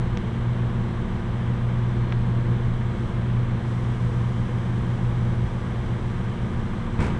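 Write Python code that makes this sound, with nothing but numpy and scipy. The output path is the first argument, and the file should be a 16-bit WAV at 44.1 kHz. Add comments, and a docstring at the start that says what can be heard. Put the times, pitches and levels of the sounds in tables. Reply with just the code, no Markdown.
"""A piston air compressor drones outdoors near a workplace, its pump tones throbbing against a motor's hum.
Sines on multiples of the pump cycle make the drone; one looped turn of noise makes the valve clatter.
Near the end something heavy knocks shut: damped panel modes thud, and noise bursts crunch and rattle.
Close to the microphone come a small tick and then a double one, each a few short damped modes.
Behind lie coloured noises: pulsing cooling air, a thin hiss that surges twice and outdoor rumble."""
import sys
import numpy as np
from scipy import signal
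from scipy.fft import rfft, irfft
from scipy.io import wavfile
from scipy.ndimage import uniform_filter1d

SR = 44100
rng = np.random.default_rng(int(sys.argv[2]) if len(sys.argv) > 2 else 0)


def persist_wave(psi):
    """Save psi, clipped to +-1, as 16-bit WAV."""
    counts = np.round(np.clip(psi, -1, 1) * 32767).astype(np.int16)
    wavfile.write(sys.argv[1], SR, np.atleast_2d(counts).T)


N = 317079  # length in samples

PUMP_HZ = 14.252  # pump cycles per second
# pump and tank tones: cycle_multiple, rms_db
PUMP_ORDERS = [(1, -51.5), (4, -42), (5, -47), (6, -39), (7, -37), (9, -38.5), (10, -51), (12, -39.5),
               (13, -43), (14, -48), (15, -45.5), (16, -38), (17, -48.5), (20, -52.5), (21, -55),
               (23, -56.5), (24, -53.5), (25, -48.5), (26, -54), (31, -57), (34, -54.5), (35, -60.5),
               (46, -56), (58, -59.5), (66, -55.5), (81, -60.5), (86, -57.5), (105, -63), (112, -60.5)]
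# valve and housing clatter spectrum: freq_hz, density_db_per_hz
CLATTER_SPECTRUM = [(200, -87), (400, -77.5), (600, -77), (950, -75), (1200, -79), (1350, -84), (1600, -76),
                    (2100, -93), (2600, -95.5), (3250, -87.5), (4100, -99.5), (4600, -108), (9000, -125)]

HUM_HZ = 60.17
# motor hum harmonics: hum_multiple, relative_level_db
HUM_ORDERS = [(1, -15), (2, 0), (3, -17), (5, -43)]
# slow swell and sag of the hum: time_s, level_db
HUM_LEVEL = [(0.0, -22.5), (0.2, -34), (0.45, -24.5), (0.8, -26), (1.15, -35.5), (1.45, -25), (2.05, -24.0),
             (2.85, -24.5), (3.07, -31), (3.3, -22.8), (3.6, -26.1), (4.05, -22.5), (4.4, -27), (5.38, -24),
             (5.6, -31.5), (5.9, -29), (6.5, -30.5), (6.8, -37.5)]
# a pump tone lies just under the hum's second harmonic, and the two throb
THROB_HZ = 5.865  # beats per second
THROB_S, THROB_DB = 0.13, -37  # time of the first swell, rms level of that pump tone
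# other steady machine tones: pitch_hz, rms_db
SIDE_TONES = [(27.1, -40.5), (49.1, -53), (68.1, -55), (196.6, -44), (343.8, -48.5)]
# bearing whine: pitch_hz, rms_db
WHINE_TONES = [(3090, -68.5), (3774, -78), (3849, -80), (4050, -82.5), (4129, -74), (4231, -75),
               (7596, -94), (7655, -86.5), (7709, -81)]

# blows of the heavy knock: start_s, thud_db, crunch_db, rattle_db
BLOWS = [(6.991, -3.5, -3, -23), (7.002, -7.5, -3, -3), (7.016, -3, -5.5, -4.5), (7.044, -16, -5, -8),
         (7.063, -20, -8, -9), (7.101, -9.5, -10, -22)]
# ringing panel modes: pitch_hz, level_db (relative to the thud), t60_s
PANEL_MODES = [(66.2, -21.5, 0.39), (87, -18, 0.21), (150, -18, 0.19), (166, -16.5, 0.098),
               (215.5, -25, 0.2), (318, -32.5, 0.35), (954, -37, 0.63), (1386, -41, .3), (1780, -42, 0.33),
               (2240, -40, 0.34)]
# crunch of the panel, at a blow of 0 dB: freq_hz, density_db_per_hz
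CRUNCH_SPECTRUM = [(80, -55.5), (300, -53), (700, -63.5), (1100, -60.5), (2350, -69.5), (2800, -75),
                   (4200, -86), (9000, -115)]
# bright rattle of the panel's fittings, at a blow of 0 dB: freq_hz, density_db_per_hz
RATTLE_SPECTRUM = [(1500, -87), (3000, -78), (4600, -82), (5800, -82), (7400, -84), (8150, -80.5),
                   (8700, -92), (9700, -87.5), (11000, -103)]

# small close contacts: start_s, level_db, contact_s
TICKS = [(.1733, -15, 0.00008), (2.1236, -10.5, 0.00013), (2.1266, -14, 0.00013)]
# what the ticks ring with: pitch_hz, level_db (relative to the tick), t60_s
TICK_MODES = [(900, -21, .005), (2350, -6, 0.0026), (3460, -5, 0.0026), (5800, -2, 0.0018)]

# rush of cooling air: freq_hz, density_db_per_hz
AIR_SPECTRUM = [(100, -86), (300, -66), (500, -67.5), (650, -74.5), (1050, -71.5), (1350, -76),
                (1650, -77.5), (2200, -79), (2550, -86), (3300, -85), (4000, -92), (4500, -101),
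                (7000, -112), (11000, -125)]
# thin hiss, before its trim and surges: freq_hz, density_db_per_hz
HISS_SPECTRUM = [(2500, -115), (4400, -104), (4880, -96), (5200, -100), (5900, -96.5), (6600, -101),
                 (7400, -102), (7950, -99), (8500, -103), (9600, -106), (11000, -113)]
HISS_TRIM_DB = -1.33
# surges of the hiss: peak_s, rise_s, lift_db, settle_s (time to fall to 1/e of the lift in dB)
HISS_SURGES = [(3.06, .22, 2.6, .08), (3.68, .09, 3.3, 4.5)]
# outdoor rumble: freq_hz, density_db_per_hz
RUMBLE_SPECTRUM = [(8, -73.5), (22, -48), (50, -55), (78, -53), (95, -64.5), (120, -65), (155, -58),
                   (180, -53), (220, -61.5), (260, -70), (400, -81.5), (1500, -120)]

TOP_HZ = 11050  # upper edge of what the camera's microphone keeps


def pump(turns, waver_db=1.5, stroke_depth=0.24, scatter_db=-0.5):
    """Pressure pulses drone in the tank; the valves repeat one clatter, loudest on a cycle's two strokes."""
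    drone = sum(tone(round(k) * turns, db + waver_db * walk(6.5)) for k, db in PUMP_ORDERS)
    # one turn of clatter: random phases, no harmonic much stronger than its neighbours
    size = int(SR / PUMP_HZ)
    phases = np.exp(2j * np.pi * rng.random(size // 2 + 1))
    strengths = undb(2 * rng.standard_normal(size // 2 + 1))
    one_turn = irfft(phases * strengths)
    one_turn /= one_turn.std()
    clatter = np.interp(turns % 1, np.linspace(0, 1, len(one_turn)), one_turn)
    strokes = 1 + stroke_depth * np.cos(4 * np.pi * turns)
    scatter = undb(scatter_db * walk(30))
    return drone + colour(clatter * strokes * scatter, CLATTER_SPECTRUM)


def motor(clock, waver_db=2.5, slip_turns=0.092, hum_waver_db=1.0):
    """Electric hum throbs against a pump tone, deepest where it sags; side tones and a thin whine join."""
    level_db = curve(HUM_LEVEL) + hum_waver_db * walk(6)
    turns = HUM_HZ * clock + rng.random()
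    hum = sum(sine(round(k) * turns, db + level_db) for k, db in HUM_ORDERS)
    # locked to the hum's phase so that the first swell falls at THROB_S
    throb = sine(2 * turns - THROB_HZ * (clock - THROB_S), THROB_DB)
    machine_tones = sum(tone(hz * clock + slip_turns * walk(3.6), db + waver_db * walk(6))
                        for hz, db in SIDE_TONES + WHINE_TONES)
    return hum + throb + machine_tones


def knock(crunch_t60=0.26, rattle_t60=0.25, echo_t60=1.1, echo_db=-9, grain_db=1.0):
    """A heavy panel hits and rebounds: modes thud, fittings rattle, and the yard answers in a slow tail."""
    t = np.arange(N) / SR
    thud, crunch_power, rattle_power = np.zeros(N), np.zeros(N), np.zeros(N)
    for start, thud_db, crunch_db, rattle_db in BLOWS:
        after = t >= start
        age = t[after] - start
        for hz, db, t60 in PANEL_MODES:
            detune = 1 + 0.0162 * rng.standard_normal()
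            decay = undb(thud_db + db - 60 * age / t60)
            thud[after] += decay * np.sin(2 * np.pi * hz * detune * age)
        # the powers of successive blows add up
        echo = undb(echo_db) * fade(start, echo_t60)
        crunch_power += undb(2 * crunch_db) * (fade(start, crunch_t60) ** 2 + echo ** 2)
        rattle_power += undb(2 * rattle_db) * fade(start, rattle_t60) ** 2
    # many small contacts make the decay uneven
    grain = undb(grain_db * walk(400))
    crunch = colour(np.sqrt(crunch_power) * grain * rng.standard_normal(N), CRUNCH_SPECTRUM)
    rattle = colour(np.sqrt(rattle_power) * grain * rng.standard_normal(N), RATTLE_SPECTRUM)
    return thud + crunch + rattle


def ticks():
    """Tiny hard contacts ring a few damped modes, rounded by the time each contact lasts."""
    t = np.arange(N) / SR
    out = np.zeros(N)
    for start, db, contact in TICKS:
        ring = sum(undb(mode_db) * fade(start, t60) * np.sin(2 * np.pi * hz * (t - start))
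                   for hz, mode_db, t60 in TICK_MODES)
        push = np.exp(-2 * (np.arange(-16, 17) / SR / contact) ** 2)
        out += undb(db) * np.convolve(ring, push / push.sum(), "same")
    return out


def cooling_air(turns, pulse_depth=0.064):
    """Turbulent cooling air, noise that pulses once per pump cycle."""
    flow = 1 + pulse_depth * np.cos(2 * np.pi * turns)
    return colour(rng.standard_normal(N) * flow, AIR_SPECTRUM)


def hiss():
    """A thin noise that surges twice and settles back, at once the first time and slowly the second."""
    t = np.arange(N) / SR
    lift_db = np.zeros(N)
    for peak, rise, db, settle in HISS_SURGES:
        climb = np.clip(1 + (t - peak) / rise, 0, 1)
        lift_db += db * climb * np.exp(-np.maximum(t - peak, 0) / settle)
    return colour(rng.standard_normal(N), HISS_SPECTRUM) * undb(HISS_TRIM_DB + lift_db)


def rumble(gust_db=0.5):
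    """Low outdoor noise whose level wanders slightly."""
    return colour(rng.standard_normal(N), RUMBLE_SPECTRUM) * undb(gust_db * walk(4.03))


def undb(db):
    """Decibels to gain."""
    return 10 ** (np.asarray(db) / 20)


def sine(turns, db):
    """A sine of the given rms level."""
    return np.sqrt(2) * undb(db) * np.sin(2 * np.pi * turns)


def tone(turns, db):
    """A sine with a chance starting phase."""
    return sine(turns + rng.random(), db)


def curve(rows):
    """Rows of time_s, value joined by straight lines."""
    return np.interp(np.arange(N) / SR, *np.transpose(rows))


def walk(rate):
    """Smooth random wander with a spread near 1, from `rate` random steps per second."""
    size = int(SR / rate)
    steps = np.repeat(rng.standard_normal(N // size + 1), size)
    return 1.34 * uniform_filter1d(uniform_filter1d(steps, size), size)[:N]


def fade(start, t60):
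    """An exponential decay of 60 dB per t60 seconds that begins at the given time."""
    age = np.arange(N) / SR - start
    return (age >= 0) * np.exp(-np.log(1000) * np.clip(age / t60, 0, 10))


def colour(x, points):
    """Give a white signal of rms 1 the spectrum (Hz, dB per Hz) through a causal minimum-phase filter."""
    size = 2 ** 19
    hz, db = np.transpose(points)
    log_hz = np.log(np.fft.rfftfreq(size, 1 / SR) + 1)
    log_gain = np.interp(log_hz, np.log(hz), np.log(undb(db)))
    # folding the cepstrum onto positive times makes the filter causal
    cepstrum = irfft(log_gain)
    cepstrum[1:size // 2] *= 2
    cepstrum[size // 2 + 1:] = 0
    response = np.exp(rfft(cepstrum))
    return irfft(rfft(x, size) * response)[:N] * np.sqrt(SR / 2)


def scene():
    """The machine and its surroundings at one microphone."""
    t = np.arange(N) / SR
    # the belt lets the pump run a hair early or late
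    turns = PUMP_HZ * (t + 0.00008 * walk(3.01))
    clock = t + 0.00003 * walk(1.4)
    machine = pump(turns) + motor(clock)
    background = cooling_air(turns) + hiss() + rumble()
    return (machine + knock() + ticks() + background)[None]


def record(dry):
    """The camera cuts the top with a steep low-pass."""
    low_pass = signal.ellip(10, 0.2, 70, TOP_HZ, fs=SR, output="sos")
    return signal.sosfilt(low_pass, dry)


dry = scene()
out = record(dry)
persist_wave(out)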